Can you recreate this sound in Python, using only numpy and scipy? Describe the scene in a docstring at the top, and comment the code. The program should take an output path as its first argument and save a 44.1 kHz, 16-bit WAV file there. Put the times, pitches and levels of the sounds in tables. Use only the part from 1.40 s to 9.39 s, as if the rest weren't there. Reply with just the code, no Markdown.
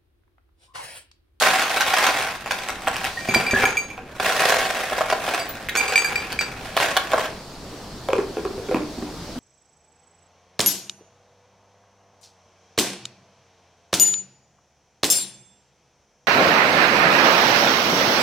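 """Ice cubes churn and knock as a plastic scoop digs in a plastic tub and twice tips them into a thick glass.
Churn and knocks are short clacks of tub and cube modes; the glass rings in families of damped modes.
Single cubes ring out, landings thud, the scoop drops back, and a soft lid thumps and snaps as it is pressed on.
A small kitchen adds sparse echoes, a low rumble and a far hiss, both shaped noise."""
import sys
import numpy as np
from scipy import signal
from scipy.io import wavfile
from scipy.ndimage import uniform_filter1d

SR = 44100
rng = np.random.default_rng(int(sys.argv[2]) if len(sys.argv) > 2 else 0)


def boost_factor(decibels):
    """Convert a level in decibels to a linear amplitude factor."""
    exponent = np.asarray(decibels, float) / 20
    return 10 ** exponent


def int16_out(signal):
    """Quantize to a 16-bit WAV file."""
    q = np.round(np.clip(np.atleast_2d(signal).T, -1, 1) * 32767)
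    wavfile.write(sys.argv[1], SR, q.astype(np.int16))


N = 352359


def evened(x):
    """Scales to rms 1."""
    return x / np.sqrt(np.mean(x ** 2) + 1e-20)


def read(points, hz):
    """Value of a table on a log-frequency axis."""
    f, value = np.transpose(points)
    return np.interp(np.log(hz + 1), np.log(f + 1), value)


def add(mix, s, sound):
    """Mixes a two-channel sound in at time s."""
    part = mix[:, round(s * SR):][:, :sound.shape[1]]
    part += sound[:, :part.shape[1]]


def ring(hz, db, t60, luck, length_s, apart_hz=9000):
    """Dying sines; the higher the mode, the more its phase may differ between left and right."""
    t = np.arange(round(length_s * SR)) / SR
    spread = (luck[1] - .5) * np.pi * np.minimum(hz / apart_hz, .9)
    phase = 2 * np.pi * luck[0] + np.outer([1, -1], spread)
    waves = np.sin(2 * np.pi * hz[:, None] * t + phase[..., None])
    fading = boost_factor(db[:, None] - 60 * t / t60[:, None])
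    onset = np.minimum(t / 0.00023, 1)
    return (fading * waves).sum(1) * onset


# Left-right likeness of noise. Each row: frequency in Hz, likeness (1 = identical).
LIKENESS = [(60, 1), (950, 0.92), (15000, 0.046)]


def air(spectrum, patchy_db):
    """Steady noise of a given spectrum with faint drifting patches, alike left and right in the bass."""
    frames, hz = N // 256 + 5, np.fft.rfftfreq(1024, 1 / SR)
    a, b, c, d, patches = rng.standard_normal((frames, 513, 5)).T
    patches = uniform_filter1d(patches, size=10, axis=0)
    patches = evened(uniform_filter1d(patches, size=12, axis=1))
    same = np.clip(read(LIKENESS, hz), -1, 1)[:, None]
    left = a + 1j * b
    right = same * left + np.sqrt(1 - same ** 2) * (c + 1j * d)
    z = np.array([left, right]) * boost_factor(read(spectrum, hz)[:, None] + patchy_db * patches)
    return evened(signal.istft(z, nperseg=1024, noverlap=768)[1][:, :N])


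# Ice tumbling inside the glass. Each row: start in seconds, end in seconds.
POURS = [(1.87, 2.7), (4.25, 5.2)]


def pouring(s):
    """True while ice tumbles inside the glass."""
    return sum((a < s) & (s < b) for a, b in POURS)


# Body modes. Each row: frequency in Hz, relative level in dB of the tub from above,
# of the tub from the side, of ice piling in the glass, t60 in seconds.
BODY_MODES = [(470, -12.5, -3.5, -0.5, 0.038), (664, -2.5, 7, -9.5, 0.028), (822, 1.5, -0.5, 3.5, 0.03),
              (1075, -0.5, 2, 0.5, 0.021), (1336, -4.5, -3.5, -1, 0.036), (1660, -9, -1.5, 0, 0.033),
              (2410, -2, -31, 10.5, 0.0097)]
# Strength of cube modes. Each row: frequency in Hz, relative level in dB.
CUBE_MODES = [(1500, 8), (3500, 1), (8000, -6.5), (16000, -13)]
MOVED_S = 1.76  # from here on the microphone stands beside the tub


def clacks(count):
    """Makes clacks: a dull part (tub or ice pile, struck at a new spot) and a bright part (cube modes)."""
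    tub_hz, *bodies_db, tub_t60 = np.transpose(BODY_MODES)
    parts = []
    for luck in rng.random((count, 5, 36)):
        few = luck[:, :len(BODY_MODES)]
        spot_hz = tub_hz * (1 + .13 * (few[2] - .5))
        bodies = [ring(spot_hz, db + 9 * few[3], tub_t60, few, .05) for db in bodies_db]
        cube_hz = 1500 + 14500 * luck[2] ** 1.4
        cube_t60 = .007 + .024 * luck[4] ** 2
        cube = ring(cube_hz, read(CUBE_MODES, cube_hz) + 14 * luck[3], cube_t60, luck, .05)
        parts.append([part / abs(part).max() for part in bodies + [cube]])

    def pick(s, luck):
        """Draws a dull part for the body heard at time s, and a bright part."""
        body = int(s > MOVED_S) + int(pouring(s))
        return parts[int(luck[0] * count)][body], parts[int(luck[1] * count)][-1]

    return pick


# Surges of churning ice. Each row: peak time in seconds, collision level in dB,
# build-up in dB per second, dying away in dB per second.
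SURGES = [(0, -20.5, 99, 35.5), (0.624, -24, 27, 55), (1.15, -34, 125, 70), (1.65, -36, 36, 136),
          (1.96, -28, 109, 52), (2.147, -23.5, 693, 75), (2.82, -26, 700, 19.5), (3.089, -23.5, 76, 75),
          (3.45, -37, 82, 42), (3.92, -33.5, 27, 53), (4.369, -29.5, 313, 17.5), (5.383, -25, 900, 91),
          (5.82, -34, 58, 256)]
SLIDES_PER_S = 60
CRACK_DB, FROST_DB = 4, -5  # bright cube part, and hiss of rubbing frosty faces, against the dull part
POUR_BRIGHT_DB = -5.5  # the glass wall shuts in the bright part


def churn(pick):
    """Cubes slip in small slides: each is a quick dying run of collisions, most faint, a few strong."""
    out, starts = np.zeros((2, N)), np.arange(0, 6, 1 / SLIDES_PER_S)
    s, top_db, build, dying = np.transpose(SURGES)[..., None]
    since = starts - s
    effort = boost_factor(2 * (top_db + np.where(since < 0, build, -dying) * since))  # power
    effort_db = 10 * np.log10(effort.sum(0) + 1e-12)
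    shut_db = POUR_BRIGHT_DB * pouring(starts)
    frost_db = FROST_DB + np.interp(np.arange(N) / SR, starts, effort_db + shut_db, right=-120)
    out += boost_factor(frost_db) * air([(500, -25)] + CUBE_MODES, patchy_db=4.5)
    lucks = rng.random((len(starts), 14, 4))
    for start, level_db, crack_db, luck in zip(starts, effort_db, CRACK_DB + shut_db, lucks):
        slide_db = level_db + 9 * (luck[0, 2] - .5)
        for late, size, *which in luck:
            dull, bright = pick(start, which)
            late_s = luck[0, 3] / SLIDES_PER_S - .012 * np.log(late + .01)
            hit_db = slide_db - 3.3 * np.log(size + 0.035)
            add(out, start + late_s, boost_factor(hit_db) * (dull + boost_factor(crack_db) * bright))
    return out


# Noise spectra. Each row: frequency in Hz, relative level in dB per Hz.
RUMBLE = [(15, -31), (25, -4.5), (270, -6), (818, -13.5), (16000, -52.5)]
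HISS = [(1180, -7), (2490, -9), (4490, -1.5), (13000, -20.5)]
# Slow swells. Each row: time in seconds, far hiss in dB, rumble in dB above its usual level.
SWELL = [(0, -110, -7.5), (1.75, -38.5, -2.5), (2.65, -64, -3.5), (5.3, -46, -0.5), (7.99, -42, 3)]
RUMBLE_DB = -39


def background():
    """House rumble and a broad far hiss, each swelling slowly."""
    s, hiss_db, rumble_db = np.transpose(SWELL)
    t = np.arange(N) / SR
    rumble = boost_factor(RUMBLE_DB + np.interp(t, s, rumble_db)) * air(RUMBLE, patchy_db=1.5)
    hiss = boost_factor(np.interp(t, s, hiss_db)) * air(HISS, patchy_db=1.4)
    return rumble + hiss


# Single knocks of ice and scoop. Each row: start in seconds, dull part in dB, bright part in dB.
KNOCKS = [(0.409, -16.5, -6.5), (0.687, -11, -15), (1.06, -19, -20), (1.109, -16.5, -8.5),
          (1.287, -17.5, -14), (1.472, -8.5, -10), (1.559, -25, -12.5), (1.643, -19, -9.5),
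          (1.94, -10.5, -8.5), (2.234, -6.5, -16), (2.578, -22.5, -42), (2.799, -11.5, -13.5),
          (3.521, -12.5, -22), (3.581, -14, -16), (3.608, -8.5, -18), (3.7, -13.5, -12), (3.725, -8, -12),
          (3.879, -13, -18), (3.938, -12.5, -10), (4.287, -29, -11), (4.353, -11.5, -9.5),
          (4.522, -14.5, -11), (4.921, -30, -14), (5.01, -21, -13), (5.367, -6.5, -8), (5.401, -12.5, -13),
          (5.567, -7.5, -5), (5.718, -16, -14), (5.734, -4.5, -18), (5.779, -9, -17)]
BOUNCE_S, BOUNCE_DB = .006, -1.5  # mean spacing is .9 of BOUNCE_S


def knocks(pick):
    """Each knock is a clack and two quick weaker bounces."""
    out = np.zeros((2, N))
    for (s, dull_db, bright_db), luck in zip(KNOCKS, rng.random((len(KNOCKS), 3, 3))):
        for k, (late, *which) in enumerate(luck):
            dull, bright = pick(s, which)
            clack = boost_factor(dull_db) * dull + boost_factor(bright_db) * bright
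            add(out, s + k * BOUNCE_S * (.4 + late), boost_factor(BOUNCE_DB * k) * clack)
    return out


# Cubes that ring out clearly. Each row: start in seconds, level in dB, pitch in Hz.
NOTES = [(1.772, -24, 1854), (2.139, -11.5, 1665), (2.16, -13, 1700), (2.2, -23, 1690), (2.255, -17, 1670),
         (4.09, -25, 14800), (4.645, -22, 1620), (4.922, -31, 1640)]
NOTE_T60_S = .1


def notes():
    """One cube rings: a close pair of modes that beat roughly as they die."""
    out = np.zeros((2, N))
    for (s, db, hz), luck in zip(NOTES, rng.random((len(NOTES), 2, 2))):
        pair_hz, pair_db = hz * np.array([1, 1.04]), db - np.array([0, 6])
        add(out, s, ring(pair_hz, pair_db, np.full(2, NOTE_T60_S), luck, NOTE_T60_S))
    return out


# Cubes striking the glass. Each row: start in seconds, lowest wall ring in dB, upper wall rings in dB,
# base rings in dB, seconds until ice damps the wall.
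CLINKS = [(1.791, -26.5, -42, -50, 0.06), (1.887, -18, -33, -36, 0.013), (1.946, -15.5, -20.5, -36, 0.045),
          (2.065, -14.5, -29, -58, 0.033), (2.11, -14.5, -31, -34.5, 0.015), (2.205, -27, -48, -43, 0.046),
          (2.254, -10.5, -33, -29.5, 0.0066), (2.37, -14, -28.5, -34, 0.046),
          (2.502, -31.5, -66, -56, 0.12), (3.995, -40, -28, -60, .07), (4.371, -13.5, -23, -28, 0.023),
          (4.398, -14.5, -30, -49, 0.015), (4.48, -17.5, -24.5, -41, 0.0059),
          (4.557, -8, -19.5, -31, 0.015), (4.578, -16.5, -20, -32, 0.028),
          (4.645, -15.5, -26.5, -35.5, 0.064), (4.757, -10.5, -29, -50, 0.0064),
          (4.99, -11, -22, -46.5, 0.0026)]
# Glass modes in three families: lowest wall ring, upper wall rings, base rings.
# Each row: frequency in Hz, relative level in dB, undamped t60 in seconds.
GLASS_MODES = [
    [(2340, -9, .4), (2360, -1, .19)],
    [(4735, -2, .28), (7750, -7, .24), (11680, -13, .13)],
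    [(6555, 5, .38), (9520, 0, .24), (12380, -4, .16), (14090, -11, .13), (15300, -10, .11)],
]
# Damping of each family in dB, per contact: leaning ice, then the next cube.
DAMP_DB = [-11, -2, -2]


def glass(pick):
    """Each blow rings the mode families by its own amounts; leaning ice, or the next cube, soon damps them."""
    hz, db, t60 = np.transpose(sum(GLASS_MODES, []))
    family = np.repeat(np.arange(len(GLASS_MODES)), [len(modes) for modes in GLASS_MODES])
    out, t = np.zeros((2, N)), np.arange(round(.4 * SR)) / SR
    waits = np.diff([row[0] for row in CLINKS], append=N / SR)
    for row, wait, luck in zip(CLINKS, waits, rng.random((len(CLINKS), 4, len(hz)))):
        blow_db = np.take(row[1:-1], family) + db + 4 * (luck[2] - .5)
        loaded_hz = hz * (1 + .006 * (luck[3] - .5))  # leaning ice detunes the wall a little
        crack = pick(row[0], luck[3])[1]  # the cube itself
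        add(out, row[0], boost_factor(row[1] - 1.5) * crack)
        tremble = uniform_filter1d(rng.standard_normal((len(GLASS_MODES), len(t))), size=250)
        shiver = boost_factor(2.5 * evened(tremble))  # loose cubes tremble on the wall
        contacts = sum(np.clip((t - s) / .006, 0, 1) for s in (row[-1], wait))
        for k, damp_db in enumerate(DAMP_DB):
            own = family == k
            rings = ring(loaded_hz[own], blow_db[own], t60[own], luck[:, own], .4)
            add(out, row[0], boost_factor(damp_db * contacts) * shiver[k] * rings)
    return out


# Cubes landing on the bottom or on the pile. Each row: start in seconds, thud in dB.
LANDINGS = [(1.887, -29.5), (1.96, -24.5), (2.134, -26), (2.234, -29.5)]
# Glass knocked into the counter. Each row: frequency in Hz, relative level in dB, t60 in seconds.
THUD_MODES = [(120, 2.5, 0.065), (249.4, 8, 0.078), (358, 6, 0.073), (646, 12.5, 0.032)]


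def thuds():
    """A landing cube knocks the glass into the counter, each time at a new spot."""
    hz, db, t60 = np.transpose(THUD_MODES)
    out = np.zeros((2, N))
    for (s, thud_db), luck in zip(LANDINGS, rng.random((len(LANDINGS), 4, len(THUD_MODES)))):
        spot_hz = hz * (1 + 0.24 * (luck[2] - .5))
        spot_db = thud_db + db + 6 * (luck[3] - .5)
        add(out, s, ring(spot_hz, spot_db, t60, luck, .15))
    return out


# Presses on the lid. Each row: start in seconds, thump in dB, pitch of the trapped air in Hz.
PRESSES = [(6.687, -7.5, 525), (6.732, -5.5, 475), (6.782, -10, 397), (6.969, -11.5, 440),
           (7.051, -11, 416), (7.179, -18, 450), (7.287, -13, 420), (7.312, -10, 485), (7.345, -6.5, 302),
           (7.42, -16, 337), (7.583, -17.5, 296), (7.625, -15.5, 314), (7.961, -21, 258)]
SNAP_DB, SNAP_GROWTH, SNAP_FADE_DB_PER_S = 4, 1.99, 1200  # harder presses snap louder
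JUDDER_S, JUDDER_DB = .07, -6.5  # longest delay; level before a further fade with delay


def lid(pick):
    """Air shut in under the lid thumps, the sheet adds near tones and judders as it settles, the rim snaps."""
    out = np.zeros((2, N))
    for (s, thump_db, hz), luck in zip(PRESSES, rng.random((len(PRESSES), 6, 5))):
        snap_db = SNAP_DB + SNAP_GROWTH * thump_db
        for k, (late, detune, *spot) in enumerate(luck):
            after = k > 0
            tones = hz * np.array([1, .83]) * (1 + .2 * (detune - .5) * after)
            tone_luck = np.outer(spot[1:], spot[1:])
            thump = ring(tones, np.array([-2, -8]), np.full(2, .055), tone_luck, .1)
            thump *= np.minimum(np.arange(thump.shape[1]) / (.003 * SR), 1)  # a soft finger loads slowly
            dull, bright = pick(0, spot)
            late_s = JUDDER_S * late * after
            weaker_db = (JUDDER_DB - 200 * late_s) * after
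            add(out, s + late_s, boost_factor(thump_db + weaker_db) * thump)
            fade_db = SNAP_FADE_DB_PER_S * np.arange(dull.shape[1]) / SR
            snap = boost_factor(snap_db + weaker_db - fade_db) * (dull + boost_factor(-8.5) * bright)
            add(out, s + late_s, snap)
    return out


# Echo decay. Each row: frequency in Hz, t60 in seconds.
KITCHEN = [(200, 0.55), (14000, 0.18)]


def kitchen(x):
    """Sparse echoes of random sign, one in every 20 samples, each band dying at its own speed."""
    taps = np.zeros((2, SR // 2))
    starts = np.arange(100, SR // 2 - 20, 20)
    at = starts + rng.integers(0, 20, (2, len(starts)))
    np.put_along_axis(taps, at, rng.choice([-1., 1.], at.shape), 1)
    hz, t, (mid, side) = signal.stft(taps, SR, nperseg=256)
    side = side * np.minimum(hz / 6000, 1)[:, None] ** 0.51  # long waves reach both sides alike
    fading = boost_factor(-60 * t / read(KITCHEN, hz)[:, None])
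    tail = signal.istft(np.array([mid + side, mid - side]) * fading, SR, nperseg=256)[1]
    tail = tail / np.linalg.norm(tail[0])
    return signal.fftconvolve(x.mean(0)[None], tail, axes=1)[:, :N]


def scene():
    """Tub, glass and lid in the kitchen, over the background; the glass stands nearest and sounds driest."""
    pick = clacks(count=60)
    high_pass = signal.butter(2, 400 / SR, "high")  # 200 Hz: churn and knocks carry little bass
    ice = signal.lfilter(*high_pass, churn(pick) + knocks(pick))
    tub = ice + notes() + thuds() + lid(pick)
    clinks = glass(pick)
    direct = (tub + clinks) * boost_factor(np.array([[-.4], [.4]]))  # left and right in dB
    echoes = boost_factor(-4) * kitchen(tub + boost_factor(-4) * clinks)
    return direct + echoes + background()


def top_cut(x):
    """Nothing passes above the cut-off."""
    return signal.sosfilt(signal.butter(12, 16710, fs=SR, output="sos"), x)


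def record(dry):
    """Band-limits the mix to 15.8 kHz."""
    edge = signal.firwin(255, 15800, window=("kaiser", 8), fs=SR)
    finished = signal.oaconvolve(dry, edge[None], "same")
    return top_cut(finished)


dry = scene()
out = record(dry)
int16_out(out)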